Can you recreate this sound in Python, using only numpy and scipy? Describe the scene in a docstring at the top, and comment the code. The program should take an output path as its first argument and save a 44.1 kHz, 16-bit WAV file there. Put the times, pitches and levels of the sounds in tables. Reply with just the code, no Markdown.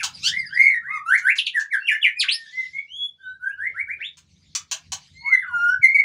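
"""Over a low hum, a white-rumped shama sings in a small brick aviary whose walls smear every note.
It opens with steep whistles and a hard rattling chak; faint pips, far-off chatter and a squawk join in.
Slurs and sweeps follow, sometimes two at once from the two sides of its syrinx (its voice box),
while other birds give faint calls. Soft rustles come near 4 s, then three loud chaks,
and the song ends in loud whistles with one soft bump among them."""
import sys
import numpy as np
from scipy import signal
from scipy.fft import rfft, irfft, next_fast_len
from scipy.io import wavfile
from scipy.ndimage import uniform_filter1d

SR = 44100
rng = np.random.default_rng(int(sys.argv[2]) if len(sys.argv) > 2 else 0)


def generate_wav(sig):
    """Save sig (samples, or channels by samples) to the path in sys.argv[1] as 16-bit PCM at SR."""
    pcm = np.round(np.clip(np.atleast_2d(sig).T, -1, 1) * 32767).astype(np.int16)
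    wavfile.write(sys.argv[1], SR, pcm)


N = 266364
TIME = np.arange(N) / SR

# tone colour of the rumble: (frequency [Hz], relative level [dB])
RUMBLE_SPECTRUM = [(15, -58), (25, -24.5), (71, -5), (88, 4), (113, -11), (145, 5), (211, -6), (271, -11.5),
                   (322, -17), (447, -28.5), (500, -25), (650, -45.5), (1100, -120)]
# swells of the rumble: (middle [s], half length [s], deep part [dB], upper part [dB])
RUMBLE_RISES = [(0.29, 0.3, -58, -56), (0.947, .11, -67, -66), (1.21, 0.067, -73, -70.5),
                (2.222, .05, -68.5, -77), (2.714, 0.084, -66, -66.5), (3.022, 0.094, -69, -82),
                (3.323, 0.087, -66.5, -75.5), (3.78, 0.2, -60.5, -69), (4.418, 0.23, -63.5, -63.5),
                (4.93, 0.1, -59, -62.5), (5.184, 0.094, -58, -61), (5.643, 0.25, -60, -63)]
# tones of the hum: (pitch [Hz], relative level [dB])
HUM_TONES = [(86.1, -81.5), (140.0, -82), (339.1, -94)]
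# hiss of still air: (frequency [Hz], relative level [dB])
AIR_SPECTRUM = [(100, -5.5), (400, -0.5), (800, -7.5), (2000, -15.5), (6000, -27), (10000, -28),
                (16000, -34)]
# the shama's notes; overlapping ones come from the two sides of the syrinx:
# (start [s], length [s], first pitch [Hz], middle pitch [Hz], last pitch [Hz], base level [dB],
#  loudest point [0-1], overtones let out by the beak [dB], their slope [dB per octave],
#  unsteadiness of the membranes [factor])
SHAMA_NOTES = [(-0.003, 0.044, 2080, 1452, 1290, -26, 0.33, 6, -5, 0.42),
               (-0.0, 0.012, 2913, 2265, 1980, -19.5, 0.24, 4, -11, 0.42),
               (0.311, 0.15, 1698, 2123, 1707, -22, 0.2, 4.5, -9.5, 0.6),
               (0.498, 0.051, 1444, 1585, 1750, -29.5, 0.97, 13.5, -19, 0.47),
               (0.555, 0.21, 1864, 2201, 1827, -7, 0.31, -4, -7, 0.8),
               (0.835, 0.15, 1400, 2123, 1845, -24, 0.56, -12, -1.5, 0.03),
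               (0.894, 0.097, 1153, 1266, 1141, -22.5, 0.88, 7, -8, 0.3),
               (1.067, 0.098, 1312, 1584, 2342, -9.5, 0.81, -3.5, -0.5, 0.28),
               (1.231, 0.083, 1466, 1676, 2710, -10, 0.83, -5.5, 1.5, 0.19),
               (1.382, 0.015, 5090, 3240, 2520, -10.5, 0.62, 14.5, -15, 0.42),
               (1.465, 0.009, 4520, 3300, 2300, -11, 0.77, 11.0, -22, 0.33),
               (1.547, 0.044, 1962, 1802, 1550, -12.5, 0.63, -3, -0.5, 0.5),
               (1.717, 0.05, 2275, 1713, 1474, -13.5, 0.44, 0.5, -1, 0.49),
               (1.824, 0.14, 2742, 2833, 2870, -27, 0.28, 2.5, -10, 0.72),
               (1.875, 0.079, 3100, 1784, 2092, -15, 0.21, -3.5, 1, 1.14),
               (2.024, 0.067, 3470, 2162, 1933, -11, 0.23, -0.5, -7, 1.09),
               (2.16, 0.063, 2500, 2454, 2730, -27, 0.3, -4, -7, 0.54),
               (2.196, 0.049, 5250, 2890, 1443, -13.5, 0.05, 15.5, -13, 0.17),
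               (2.234, 0.039, 1656, 1118, 1570, -42, 0, 3, -21, 0.42),
               (2.281, 0.019, 1822, 2940, 4020, -11, 0.52, 8, -23, 0.17),
               (2.306, 0.053, 3630, 4919, 5270, -17.5, 0.13, 20, -22, 0.07),
               (2.322, 0.19, 1834, 1818, 1761, -34.5, 0.21, -4, -7, 0.05),
               (2.457, 0.027, 1574, 1770, 1790, -44, 0.35, -9, -4, 0.2),
               (2.537, 0.11, 2007, 2060, 1990, -20.5, 0.7, -2.5, -20.5, 0.09),
               (2.74, 0.068, 2144, 2187, 2280, -22, 0.5, -5.5, -10.5, 0.31),
               (2.89, 0.094, 2844, 3186, 3386, -31, 0.83, 13, -35.5, 0.29),
               (2.971, 0.11, 3345, 3370, 3383, -23, 0.71, 0.5, -18, 0.28),
               (3.193, 0.17, 3367, 3757, 3895, -50.5, 0.47, 10, -18, 0.17),
               (3.203, 0.15, 1582, 1498, 1592, -37, 0.43, 0.5, -8, 0.1),
               (3.413, 0.1, 1462, 1570, 1684, -23.5, 0.57, -11.5, 0.5, 0.23),
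               (3.485, 0.065, 1870, 2704, 2860, -47.5, 1, -7, 5, 0.25),
               (3.584, 0.099, 1484, 1833, 2243, -20.5, 0.91, -15, 2.5, 0.42),
               (3.753, 0.071, 1354, 2003, 2286, -20.5, 0.87, -10.5, -0.5, 0.14),
               (3.881, 0.069, 1507, 2282, 2390, -23.5, 0.33, -12, 1, 0.07),
               (4, 0.09, 1548, 3185, 3620, -26.5, 0.25, 2.5, -20, 0.77),
               (5.149, 0.11, 2070, 2146, 2206, -42, 0.64, 35.5, -34, 0.32),
               (5.22, 0.069, 914, 964, 1014, -39.5, 0.5, 5.5, -14, 0.35),
               (5.255, 0.065, 2163, 2183, 2064, -14, 0.32, 7.5, -24, 0.2),
               (5.264, 0.11, 1056, 1448, 2000, -30, 1, -3.5, -11, 0.26),
               (5.316, 0.042, 2084, 2041, 1970, -5, 0.61, -3.5, -11, 0.01),
               (5.385, 0.071, 2288, 1972, 1980, -29, 0.36, -10.5, -19, 0.31),
               (5.415, 0.044, 2097, 1475, 1296, -27.5, 0.15, -4.5, -21.5, 0.2),
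               (5.459, 0.18, 1316, 916, 848, -40.5, 0, 4.5, -17, 0.5),
               (5.485, 0.25, 1476, 1404, 1520, -9, 0.79, -9.5, -6.5, 0.02),
               (5.735, 0.019, 1586, 1625, 1740, -25.5, 0.12, -4, -4.5, 0.2),
               (5.827, 0.038, 2338, 2061, 2260, -6, 0.45, 2.5, -9, 0.42),
               (5.886, 0.032, 2310, 2102, 2210, -10.5, 0.32, 0.5, -19, 0.05),
               (5.944, 0.027, 2226, 2257, 2000, -6.5, 0.42, -1.5, -5, 0.14),
               (5.984, 0.033, 2094, 2226, 2018, -7, 0.19, 0.5, -18, 0.23)]
# overtones after passing the throat: (frequency [Hz], relative level [dB])
WHISTLE_THROAT = [(2800, -19.5), (4300, -34), (5100, -33), (5900, -34.5), (7200, -31), (7900, -41),
                  (8700, -33), (10300, -25), (12000, -53), (13300, -56), (15000, -40), (16500, -51.5)]
# air forced through the syrinx: (frequency [Hz], relative level [dB])
RASP_SPECTRUM = [(1500, -40), (3000, -9), (5000, -5), (6200, -3.5), (7800, -9), (9000, -6), (10500, -3.5),
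                 (11600, -2.5), (13000, -11.5), (15000, -10), (16500, -19.5)]
# chaks: (start [s], level [dB], length [s], ring of the beak [dB], lowest throat resonance [Hz])
CHAK_CALLS = [(0.032, -19.5, 0.017, 5.5, 800), (1.177, -38.5, 0.018, 4.5, 1020),
              (1.355, -38.5, 0.018, 4.5, 1010), (1.595, -34.5, 0.018, 9, 1000),
              (4.171, -47.5, 0.016, 3, 1102), (4.5507, -17.5, 0.0071, 7, 1100),
              (4.713, -21, 0.015, 5.5, 720), (4.92, -23, 0.011, 4, 704)]
# tone colour of a chak: (frequency [Hz], relative level [dB])
CHAK_SPECTRUM = [(600, -9.5), (1100, -7.5), (1900, -9.5), (2900, 2.5), (4500, 1), (5300, -2.5), (6500, 3),
                 (8000, -4), (10500, -17), (13000, -33), (15000, -12), (16500, -35.5)]
# pips of a smaller bird: (start [s], level [dB])
PIP_CALLS = [(0.137, -33), (.218, -39), (0.38, -31.5), (0.455, -32), (0.537, -31), (0.614, -37)]
# tone colour of far-off chatter: (frequency [Hz], relative level [dB])
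CHATTER_SPECTRUM = [(1350, -30.5), (2300, -8), (2530, -12.5), (3780, -3.5), (4890, -7), (6350, -11),
                    (7050, -17), (9040, -27), (12000, -38.5), (15600, -67), (22000, -120)]
# bouts of chatter: (middle [s], half length [s], level [dB])
CHATTER_SWELLS = [(.19, .05, -43), (.48, .12, -64), (2.46, 0.13, -53.5), (2.66, 0.12, -55),
                  (4.44, 0.22, -63.5), (4.81, 0.11, -59.5), (5.06, 0.1, -55)]
# the rising squawk: (time [s], pitch [Hz], relative level [dB])
SQUAWK_PATH = [(.22, 1186, -46), (.242, 1401, -24), (.268, 1544, -16.5), (.287, 1796, -17.5),
               (.303, 1960, -34)]
# the wide open throat of the squawk: (frequency [Hz], relative level [dB])
OPEN_THROAT = [(1400, -19.5), (2000, -13.5), (3000, -2), (4500, -6.5), (6200, -13.5), (7500, -21),
               (9500, -35), (13000, -52), (15000, -46.5)]
# faint calls of other birds: (start [s], level [dB], pitch [Hz], length [s], roughness [0-1])
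NEIGHBOUR_CALLS = [(1.784, -54.5, 4400, 0.055, 0.3), (2.776, -49, 3360, 0.038, 0.3),
                   (5.343, -46, 3512, 0.11, 0.21), (5.348, -58, 9600, .09, 0.4),
                   (5.671, -42.5, 5540, 0.075, 0.4)]
# soft rustles: (middle [s], half length [s], level [dB])
RUSTLE_SWELLS = [(3.71, 0.062, -63.5), (4.007, 0.045, -64.5), (5.707, 0.15, -73.5)]
# tone colour of a rustle: (frequency [Hz], relative level [dB])
RUSTLE_SPECTRUM = [(150, -23.5), (330, 4.5), (600, 0.5), (1200, -20.5), (3000, -4.5), (9000, -40.5)]
# echoes off the nearest walls and the floor: (delay [s], strength [factor])
WALL_ECHOES = [(.0023, 0.18), (.0052, 0.25), (.0081, 0.34), (.0124, 0.16), (.0178, 0.087), (.0235, 0.073),
               (.031, 0.066)]
# ring of the brick room: (frequency [Hz], time to fade by 60 dB [s])
ROOM_FADE = [(300, 0.2), (1500, 0.21), (2500, 0.18), (4500, 0.15), (7000, 0.14), (11000, 0.12),
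             (16000, 0.15)]


def gain_of(db):
    """Turns decibels into amplitude."""
    return 10 ** (np.asarray(db) / 20)


def evened(x):
    """Scales a signal to an average size (rms) of one."""
    return x / np.sqrt(np.mean(x ** 2) + 1e-20)


def read(points, hz):
    """Looks up a table at any frequency, with octaves evenly spaced."""
    table_hz, value = np.transpose(points)
    return np.interp(np.log(hz + 1), np.log(table_hz + 1), value)


def add(mix, start_s, sound):
    """Mixes a sound in at the given time."""
    start = round(start_s * SR)
    sound = sound[max(-start, 0):]
    part = mix[max(start, 0):][:len(sound)]
    part += sound[:len(part)]


def coloured(points):
    """Steady noise with the given tone colour."""
    count = next_fast_len(N, True)
    colour = gain_of(read(points, np.fft.rfftfreq(count, 1 / SR)))
    return evened(irfft(rfft(rng.standard_normal(count)) * colour, count)[:N])


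def wander(rate_hz):
    """Smooth random motion, about one in size."""
    count = 32768
    hz = np.fft.rfftfreq(count, N / SR / count)
    coarse = evened(irfft(rfft(rng.standard_normal(count)) * np.exp(-(hz / rate_hz) ** 2), count))
    return np.interp(np.arange(N) * count / N, np.arange(count), coarse)


def swells(rows):
    """Amplitude of smooth swells that rise and fall alike."""
    return sum(gain_of(db) * np.exp(-((TIME - middle) / half) ** 2) for middle, half, db in rows)


def patchy(x, db, size):
    """Lets short patches at changing pitches stand out or drop away."""
    spectra = signal.stft(x, nperseg=size)[2]
    patches = uniform_filter1d(rng.standard_normal(spectra.shape), size=7, axis=0)
    patches = uniform_filter1d(patches, size=7, axis=1)
    return signal.istft(spectra * gain_of(db * evened(patches)), nperseg=size)[1][:N]


def contour(rows, edge_s=0.0038):
    """Times, pitch and amplitude of one call, with rounded corners and soft ends."""
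    times, *columns = np.transpose(rows)
    t = np.arange(times[0] - edge_s, times[-1] + edge_s, 1 / SR)
    hz, db = (uniform_filter1d(np.interp(t, times, c), size=130, mode="nearest") for c in columns)
    ends = np.clip(np.minimum(t - t[0], t[-1] - t) / (2 * edge_s), 0, 1)
    return t, hz, gain_of(db) * np.sin(np.pi / 2 * ends) ** 2


def sine(hz):
    """A pure tone that follows a changing pitch."""
    return np.sin(2 * np.pi * np.cumsum(hz) / SR)


def partials(hz, throat, first, slope_db):
    """Tones of a vibrating membrane, shaped by the throat and tilted by slope_db an octave."""
    phase = 2 * np.pi * np.cumsum(hz) / SR
    orders = np.arange(first, 11)[:, None]  # multiples of the pitch
    level = gain_of(read(throat, orders * hz) + slope_db * np.log2(orders / first))
    return (level * (orders * hz < SR / 2) * np.sin(orders * phase)).sum(0)


def rumble(split_hz=112, floors_db=(-88.5, -78), lumpy_db=1.8):
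    """Low noise whose deep and upper parts swell together by different amounts."""
    spectrum = rfft(coloured(RUMBLE_SPECTRUM))
    deep = np.fft.rfftfreq(N, 1 / SR) < split_hz
    middle, half, *levels = np.transpose(RUMBLE_RISES)
    out = np.zeros(N)
    for band, floor_db, db in zip((deep, ~deep), floors_db, levels):
        level = gain_of(floor_db) + swells(zip(middle, half, db))
        out += level * evened(irfft(spectrum * band, N))
    return out * gain_of(lumpy_db * wander(13))


def background(hum_db=-4.0, air_db=-81, sway_db=3):
    """A wavering hum, low rumble and the faint hiss of still air."""
    hum = sum(gain_of(db + hum_db + sway_db * wander(3.9)) * sine(hz + wander(2.7))
              for hz, db in HUM_TONES)
    return np.sqrt(2) * hum + rumble() + gain_of(air_db) * coloured(AIR_SPECTRUM)


def note(start, length, first_hz, middle_hz, last_hz, db, loudest, scoop_octaves=.22, swell_db=14):
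    """Times, pitch and amplitude of one note: it scoops up as the air starts, slides and fades."""
    lead, release = .011 + .14 * length, .004 + .19 * length
    t = np.arange(start - lead, start + length + release, 1 / SR)
    progress = np.clip((t - start) / length, 0, 1)
    early, late = np.clip((start - t) / lead, 0, 1), np.clip((t - start - length) / release, 0, 1)
    slide = first_hz * (last_hz / first_hz) ** progress
    bend = (middle_hz / np.sqrt(first_hz * last_hz)) ** (1 - (2 * progress - 1) ** 2)
    hz = slide * bend * 2 ** (-scoop_octaves * early ** 2)
    loudest = np.clip(loudest, .05, .95)
    from_peak = np.maximum((loudest - progress) / loudest, (progress - loudest) / (1 - loudest))
    # the faster a note sweeps, the more its loudness gathers into one crack
    crack_db = 0.05 * abs(np.log2(last_hz / first_hz)) / length
    level = gain_of(db + .25 * crack_db - (swell_db + crack_db) * from_peak ** 2)
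    return t, hz, level * ((1 - early) * (1 - late)) ** 2


def song(waver=0.018, jitter=0.0036, drift=.003, shimmer_db=7.5, overtones_db=-3.0, rasp_db=-47):
    """The shama's whistles and overtones; pushed hard, the membranes tremble and the air rasps."""
    tone, overtones, effort = np.zeros((3, N))
    tremble = waver * wander(110) + jitter * wander(700)
    shimmer = shimmer_db * np.tanh(wander(150))
    sway = drift * wander(30)
    for *shape, beak_db, slope_db, unsteady in SHAMA_NOTES:
        t, hz, level = note(*shape)
        hz = hz * (1 + np.interp(t, TIME, sway) + unsteady * np.interp(t, TIME, tremble))
        level = level * gain_of(unsteady * np.interp(t, TIME, shimmer))
        add(tone, t[0], level * sine(hz))
        add(overtones, t[0], level * gain_of(beak_db) * partials(hz, WHISTLE_THROAT, 2, slope_db))
        add(effort, t[0], level * unsteady ** 2)
    glints = gain_of(overtones_db) * patchy(overtones, db=5.0, size=256)
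    return tone + glints + gain_of(rasp_db) * effort * coloured(RASP_SPECTRUM)


def chaks(snap_hz=190, decay_s=0.0039, beak_hz=6400, beak_width_hz=1500, throat_q=2.05):
    """Each chak is a few quick noisy snaps, ringing in the throat and the beak."""
    out, lead = np.zeros(N), .005
    t = np.arange(4096) / SR - lead
    hz = np.fft.rfftfreq(len(t), 1 / SR)
    ring = np.exp(-((hz - beak_hz) / beak_width_hz) ** 2)
    pulses = (t >= 0) * np.exp(-(t * snap_hz % 1) / snap_hz / decay_s)
    for start, db, length, ring_db, throat_hz in CHAK_CALLS:
        snaps = pulses * np.clip((length - t) / decay_s, 0, 1) * rng.standard_normal(len(t))
        # little sound gets out below the throat's lowest resonance
        u = 1j * hz / throat_hz
        throat = u ** 2 / (u ** 2 + u / throat_q + 1) * u ** 2 / (u ** 2 + u + 1)
        colour = throat * evened(gain_of(read(CHAK_SPECTRUM, hz) + ring_db * ring))
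        add(out, start - lead, 2 * gain_of(db) * irfft(rfft(snaps) * colour))
    return out


def pips(top_hz=5250, end_hz=4600, length_s=0.025):
    """A smaller bird's short falling whistles, nearly pure and all of one shape."""
    out = np.zeros(N)
    for start, db in PIP_CALLS:
        t, hz, level = contour([(start, top_hz, db - 15.5),
                                (start + length_s / 2, (top_hz + end_hz) / 2, db),
                                (start + length_s, end_hz, db - 2.0)])
        overtones = gain_of(4.5) * partials(hz, WHISTLE_THROAT, first=2, slope_db=-12.0)
        add(out, t[0], level * (sine(hz) + overtones))
    return out


def chatter(floor_db=-80.5):
    """Far-off rasping calls, blurred to a patchy hiss."""
    hiss = evened(patchy(coloured(CHATTER_SPECTRUM), db=5.0, size=512))
    return hiss * (gain_of(floor_db) + swells(CHATTER_SWELLS))


def squawk(jitter=0.039):
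    """A rough rising call from an open throat, its overtones louder than its lowest tone."""
    out = np.zeros(N)
    t, hz, level = contour(SQUAWK_PATH)
    hz = hz * (1 + jitter * np.interp(t, TIME, wander(1200)))
    add(out, t[0], level * partials(hz, OPEN_THROAT, first=0.97, slope_db=3.5))
    return out


def neighbours(jitter=0.071):
    """Other birds' notes swell and fade around one pitch, roughened by a fast wobble."""
    out, rasp = np.zeros(N), jitter * wander(600)
    for start, db, hz, length, rough in NEIGHBOUR_CALLS:
        path = [(start, hz, db - 3), (start + length / 2, hz, db), (start + length, hz, db - 9)]
        t, pitch, level = contour(path)
        add(out, t[0], level * sine(pitch * (1 + rough * np.interp(t, TIME, rasp))))
    return out


def rustles():
    """Brief dull swells of noise."""
    return coloured(RUSTLE_SPECTRUM) * swells(RUSTLE_SWELLS)


def bump(time_s=5.8, hz=125, db=-41, half_length_s=0.0094):
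    """One soft bump: a few cycles of a low tone."""
    return swells([(time_s, half_length_s, db)]) * np.sin(2 * np.pi * hz * (TIME - time_s))


def aviary(front, aside, direct_db=-3, aside_db=-10, tail_db=-4.0, build_s=0.003):
    """Direct sound, wall echoes and a ringing tail; sound aimed aside comes mostly off the walls."""
    count = SR // 2
    hz, t, spectra = signal.stft(rng.standard_normal(count), SR, nperseg=256)
    fade = gain_of(-60 * t / read(ROOM_FADE, hz)[:, None])  # the treble dies sooner
    tail = signal.istft(spectra * fade, SR, nperseg=256)[1][:count]
    tail *= 1 - np.exp(-np.arange(count) / SR / build_s)
    response = gain_of(tail_db) * tail / np.linalg.norm(tail)
    for delay, strength in WALL_ECHOES:
        add(response, delay, gain_of([direct_db]) * strength)
    echoes = signal.fftconvolve(front + aside, response)[:N]
    return gain_of(direct_db) * front + gain_of(aside_db) * aside + echoes


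def scene(chak_front=0.15):
    """The birds in their room over the background; the beak aims the chaks mostly past the listener."""
    voice, rattle = song(), chaks()
    front = voice + squawk() + pips() + chak_front * rattle
    aside = (1 - chak_front) * rattle + neighbours()
    return (aviary(front, aside) + chatter() + background() + rustles() + bump())[None]


def record(dry, cutoff_hz=15900):
    """Cuts away the very highest treble."""
    lowpass = signal.firwin(255, cutoff_hz, window=("kaiser", 9), fs=SR)
    return signal.oaconvolve(dry, lowpass[None], "same")


dry = scene()
out = record(dry)
generate_wav(out)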